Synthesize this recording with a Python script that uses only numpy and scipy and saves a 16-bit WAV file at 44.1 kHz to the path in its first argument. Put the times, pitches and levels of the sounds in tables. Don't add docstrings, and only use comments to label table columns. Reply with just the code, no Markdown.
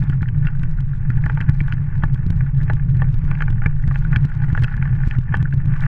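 import sys
import numpy as np
from scipy import signal
from scipy.fft import rfft, irfft, next_fast_len
from scipy.io import wavfile
from scipy.ndimage import map_coordinates

SR = 44100
rng = np.random.default_rng(int(sys.argv[2]) if len(sys.argv) > 2 else 0)


def waveform_to_disk(signal):
    frames = np.transpose(np.atleast_2d(signal))
    scaled = np.clip(frames, -1, 1) * 32767
    samples = np.round(scaled).astype(np.int16)
    wavfile.write(sys.argv[1], SR, samples)


N = 258859

# (time [s], level [dB])
ROUGHNESS = [(0.0, -43), (0.13, -47.5), (0.23, -50.5), (0.57, -50.5), (0.62, -49.5), (1.08, -50),
             (1.39, -41), (1.57, -51), (1.7, -46.5), (2.4, -49.5), (2.97, -51), (3.28, -43), (3.66, -54),
             (3.99, -45), (4.07, -45.5), (4.79, -44), (4.84, -46), (5.17, -45), (5.25, -54), (5.38, -54),
             (5.66, -47), (5.87, -34.5)]
# (frequency [Hz], relative level [dB])
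DRONE_SPECTRUM = [(55, -14), (75, -15), (88, -7), (100, -9.5), (120, -2.5), (143, 1.5), (165, -10.5),
                  (195, -23.5), (260, -35.5), (320, -36.5), (400, -46), (700, -55), (1500, -96.5),
                  (3000, -140)]
# (frequency [Hz], relative level [dB])
SWAY_SPECTRUM = [(5, -24), (14, 13), (26, 7), (38, 5.5), (52, -9.5), (90, -36.5), (200, -82.5), (600, -140)]
# (frequency [Hz], relative level [dB])
HISS_SPECTRUM = [(200, -2), (400, -14.5), (900, 7.5), (2500, -1), (3600, -29.5), (6000, -27), (8500, -42),
                 (11000, -61), (16000, -80.5)]
# (frequency [Hz], relative level [dB])
GRAIN_SPECTRUM = [(300, -19), (1500, -4), (3500, 2.5), (5000, -5), (7500, -11), (10000, -16.5),
                  (13000, -32.5), (16000, -44)]
# (frequency [Hz], gain [dB])
CRACKLE_SPECTRUM = [(200, 3.5), (500, 10.5), (1000, 12), (3200, 6.5), (4500, -1.5), (7000, -9),
                    (10000, -17), (13000, -23.5), (16000, -37)]
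# (frequency [Hz], relative level [dB], nominal 60 dB decay
# time [s])
RATTLE_MODES = [(333, -15.5, 0.079), (461, -18.5, 0.077), (615, -15.5, 0.047), (830.5, -9, 0.065),
                (898.5, -13, 0.067), (1159.5, -4.5, 0.033), (1470, -2, 0.039), (1617, 0, 0.021),
                (1740, -3, 0.041), (1899, -2.5, 0.022), (2110, -2, 0.015), (2348, -10.5, 0.033),
                (2637, -14.5, 0.026), (2944, -15, 0.017), (3184, -21, 0.024), (4100, -36, 0.025),
                (4550, -38.5, 0.019), (4930, -28, 0.0094), (6360, -30, 0.0061)]
# (time [s], crackle level before colouring [dB], relative thump level [dB])
JOLTS = [(0.039, -56.5, -6.5), (0.099, -52, 1), (0.222, -54, 0), (0.454, -57, -12.5), (0.596, -58.5, -19),
         (0.633, -54.5, -9), (0.806, -54, -13), (1.103, -53, 0), (1.173, -59, -4.5), (1.261, -53.5, -3),
         (1.407, -53, -4.5), (1.496, -46, 3), (1.615, -57.5, -1), (1.737, -54.5, -3.5), (2.04, -53, -1),
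         (2.146, -54, -4), (2.266, -56.5, 0.5), (2.305, -47, -0.5), (2.633, -56, -7), (2.735, -51.5, -5),
         (2.971, -58, -8.5), (3.143, -55.5, -4.5), (3.242, -62, -4), (3.505, -52.5, -1.5), (3.663, -50, 2),
         (3.878, -51.5, -2), (4.169, -53, -0.5), (4.252, -49.5, 0.5), (4.531, -55, 1.5),
         (4.624, -48.5, -3.5), (4.638, -42, -4.5), (4.647, -51, -18), (4.768, -55, -8), (5.075, -50.5, 2),
         (5.187, -54, 1), (5.37, -48.5, -3.5), (5.428, -49.5, -1.5), (5.54, -54, -3.5), (5.658, -55.5, -8)]
# (time [s], nominal middle peak [dB], favoured frequency [Hz], hollow level
# [dB], bright level [dB], clinking level [dB])
KNOCK_IMPACTS = [(0.0968, -31, 1550, -49, -47, -43), (0.2283, -24, 1450, -35.5, -40.5, -51),
                 (0.2854, -28, 1590, -51, -47, -44), (0.4689, -22, 1500, -44, -35, -33.5),
                 (0.4845, -28.5, 1450, -48, -52, -46), (0.6335, -29, 1460, -50.5, -40.5, -45),
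                 (1.102, -24, 1415, -53, -43.5, -56), (1.238, -24.5, 1700, -41, -36.5, -55),
                 (1.262, -19, 1770, -31, -42, -52), (1.2968, -18, 1580, -30, -40, -46.5),
                 (1.3731, -23.5, 1600, -30, -37.5, -50), (1.4107, -24, 1470, -37, -35, -35),
                 (1.489, -23.5, 1890, -36, -39.5, -54), (1.604, -25, 1890, -38, -27.5, -41.5),
                 (1.6805, -25, 1480, -39, -48, -52), (1.723, -19.5, 1530, -50, -35.5, -34.5),
                 (2.0349, -15.5, 1820, -21.5, -44, -41.5), (2.4072, -25.5, 1690, -42, -42.5, -60),
                 (2.6989, -15, 1790, -23.5, -50, -43), (3.0184, -18, 1760, -25, -48, -42.5),
                 (3.3121, -24, 1430, -30.5, -34.5, -43), (3.3508, -36, 1710, -43, -37.5, -45),
                 (3.4053, -17, 1600, -32, -33, -43), (3.4208, -14.5, 1580, -32, -32, -38),
                 (3.48, -22, 1580, -34, -39, -55), (3.6187, -23, 1560, -37.5, -40.5, -51),
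                 (3.6591, -15, 1570, -28, -22, -46), (3.9107, -26.5, 1770, -31, -52.5, -56),
                 (3.957, -23.5, 1610, -36.5, -41, -38), (4.0488, -23, 1490, -61, -46, -61),
                 (4.1287, -20.5, 1860, -47, -41, -58), (4.1599, -13, 1810, -38.5, -27, -30),
                 (4.5494, -16.5, 1530, -31, -48, -49), (4.5749, -16.5, 1800, -31.5, -49, -42),
                 (4.6422, -19, 1540, -41, -44, -29), (4.68, -23.5, 1500, -50, -55, -47),
                 (4.8249, -21.5, 1520, -37.5, -32.5, -46), (4.8538, -24.5, 1630, -35.5, -46, -55),
                 (5.035, -24.5, 1670, -44, -48, -56), (5.1097, -22.5, 1720, -52.5, -38.5, -36),
                 (5.3403, -10.5, 1680, -21, -44, -41), (5.3502, -27, 1630, -37, -45, -39),
                 (5.4542, -20, 1490, -49, -58, -64.5), (5.5248, -25, 1556, -57, -46, -49)]

DRONE_DB, SWAY_DB, WAVER_DB = -19.5, -20, 2.5
CRACKLE_DB, CRACKLE_ABOVE_RMS = -67, 2.25
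GRIT_DB, GRIT_DB_PER_ROUGHNESS_DB = -68.5, 0.99
FLURRY_DB, FLURRY_S = -27.5, 0.052
TAPS_PER_S, TAP_DB, TAP_SCATTER_DB = 4, 11, 2.5
FAVOUR_DB, FAVOUR_WIDTH_HZ = 8, 140
CONTACT_S, CREST_DB = 0.0043, 6.5
MIDDLE, FAMILY_EDGES_HZ = 1, [1350, 2050, 2620]
TOP_HZ = 15800


def amp(db):
    return 10 ** (np.asarray(db) / 20)


def unit(x):
    return x / np.sqrt(np.mean(x ** 2) + 1e-20)


def wobble(rate):
    return map_coordinates(rng.standard_normal(int(N * rate / SR) + 4), [np.arange(N) * rate / SR])


def filtered(x, response):
    size = next_fast_len(len(x) + 8192)
    return irfft(rfft(x, size) * response(np.fft.rfftfreq(size, 1 / SR)), size)[:len(x)]


def coloured(x, spectrum):
    points_hz, db = np.transpose(spectrum)
    return filtered(x, lambda hz: amp(np.interp(np.log(hz + 1), np.log(points_hz), db)))


def add(track, s, sound):
    start = max(round(s * SR), 0)
    track[start:start + len(sound)] += sound[:max(len(track) - start, 0)]


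def shaking(spectrum, span_s):
    noise = coloured(rng.standard_normal(N), spectrum)
    power = np.abs(signal.fftconvolve(noise ** 2, np.hanning(int(span_s * SR) + 3), "same"))
    return unit(noise / np.sqrt(power + 1e-12))


def contacts(rate, spread_db):
    hits = rng.random(N) < rate / SR
    sizes = amp(spread_db * np.clip(rng.standard_normal(N), -2, 2))
    return hits * sizes * rng.choice([-1, 1], N)


def ring(modes, scatter_db, damping):
    t = np.arange(SR // 10) / SR
    hz, db, t60 = np.transpose(modes)[:, :, None]
    hz = hz * (1 + 0.015 * rng.standard_normal(hz.shape))
    envelopes = amp(db + scatter_db * rng.standard_normal(hz.shape) - 60 * damping * t / t60)
    onset = 1 - np.exp(-(t / .0011) ** 2)
    return onset * np.sum(envelopes * np.sin(2 * np.pi * (hz * t + rng.random(hz.shape))), 0)


def blow(ring_hz, family):
    t = np.arange(SR // 10) / SR
    hz, db, t60 = np.transpose(RATTLE_MODES)
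    favour_db = FAVOUR_DB * np.exp(-((hz - ring_hz) / FAVOUR_WIDTH_HZ) ** 2)
    modes = np.column_stack([hz, db + favour_db, t60])
    in_family = np.digitize(hz, FAMILY_EDGES_HZ) == family
    contact = 1 + 0.24 * np.exp(-(t / CONTACT_S) ** 4)
    sound = contact * ring(modes[in_family], scatter_db=3.5, damping=1.2)
    return sound / np.sqrt(np.sum(sound ** 2) / (CONTACT_S * SR))


def grit(rough_db):
    grains = contacts(rate=220, spread_db=6) * amp(2.5 * wobble(rate=9))
    decay = np.exp(-np.arange(SR // 100) / SR / .0008)
    crush = signal.fftconvolve(grains, decay)[:N]
    fractures = contacts(rate=16000, spread_db=3)
    level_db = GRIT_DB + GRIT_DB_PER_ROUGHNESS_DB * (rough_db - rough_db.mean())
    return amp(level_db) * unit(coloured(crush * fractures, GRAIN_SPECTRUM))


def crackle(vibration):
    excess = np.maximum(np.abs(unit(vibration)) - CRACKLE_ABOVE_RMS, 0)
    bursts = np.sqrt(excess) * rng.standard_normal(N)
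    return amp(CRACKLE_DB) * unit(coloured(bursts, CRACKLE_SPECTRUM))


def tyre_hiss():
    return amp(-7.5) * unit(coloured(rng.standard_normal(N), HISS_SPECTRUM))


def chatter():
    hz, db, t60 = np.transpose(RATTLE_MODES)
    light_modes = np.column_stack([hz, db - 4.3 * np.abs(np.log2(hz / 1600)), t60])
    touches = [contacts(rate=13, spread_db=6) for _ in range(20)]
    ringing = sum(signal.fftconvolve(touch, ring(light_modes, scatter_db=4.0, damping=.9))[:N]
                  for touch in touches)
    fits = amp(2.8 * wobble(rate=30))
    return unit(fits * ringing)


def agitation(rough_db):
    t = np.arange(N) / SR
    flurries = [amp(db + FLURRY_DB) * np.exp(-np.abs(t - s) / FLURRY_S) for s, db, *_ in KNOCK_IMPACTS]
    return np.hypot(amp(rough_db), np.max(flurries, 0))


def taps(rough_db):
    out = np.zeros(N)
    rate = TAPS_PER_S * amp(rough_db - rough_db.mean())
    for i in np.flatnonzero(rng.random(N) < rate / SR):
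        level_db = rough_db[i] + TAP_DB + TAP_SCATTER_DB * rng.standard_normal()
        add(out, i / SR, amp(level_db) * blow(ring_hz=rng.uniform(1430, 1900), family=MIDDLE))
    return out


def shove(t, width_s):
    u = t / width_s
    return (1 - 2 * u ** 2) * np.exp(-u ** 2)


def jolts():
    thumps, crackles = np.zeros(N), np.zeros(N)
    t = np.arange(-SR // 50, SR // 50) / SR
    hard_core = amp(-14.5) * shove(t, width_s=0.0016)
    thump = shove(t, width_s=0.0033) + hard_core
    for s, crackle_db, thump_db in JOLTS:
        add(thumps, s + t[0], amp(thump_db - 8) * rng.choice([-1, 1]) * thump)
        burst = rng.standard_normal(len(t)) * np.exp(-(t / 0.0017) ** 2)
        add(crackles, s + t[0], amp(crackle_db) * unit(burst))
    return thumps + coloured(crackles, CRACKLE_SPECTRUM)


def knocks():
    out = np.zeros(N)
    for s, peak_db, ring_hz, hollow_db, bright_db, clink_db in KNOCK_IMPACTS:
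        levels_db = [hollow_db, peak_db - CREST_DB, bright_db, clink_db]
        add(out, s, sum(amp(db) * blow(ring_hz, family) for family, db in enumerate(levels_db)))
    return out


def frame():
    drone_db = DRONE_DB + WAVER_DB * wobble(rate=16)
    sway_db = SWAY_DB + WAVER_DB * wobble(rate=6)
    drone = amp(drone_db) * shaking(DRONE_SPECTRUM, span_s=0.29)
    sway = amp(sway_db) * shaking(SWAY_SPECTRUM, span_s=0.18)
    return drone + sway


def scene():
    rough_db = np.interp(np.arange(N) / SR, *np.transpose(ROUGHNESS))
    vibration = frame()
    cart = vibration + crackle(vibration) + knocks()
    rolling = agitation(rough_db) * (chatter() + tyre_hiss())
    return (cart + rolling + jolts() + grit(rough_db) + taps(rough_db))[None]


def record(dry):
    fades = signal.windows.tukey(N, .002)
    return np.array([filtered(x * fades, lambda hz: hz < TOP_HZ) for x in dry])


dry = scene()
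out = record(dry)
waveform_to_disk(out)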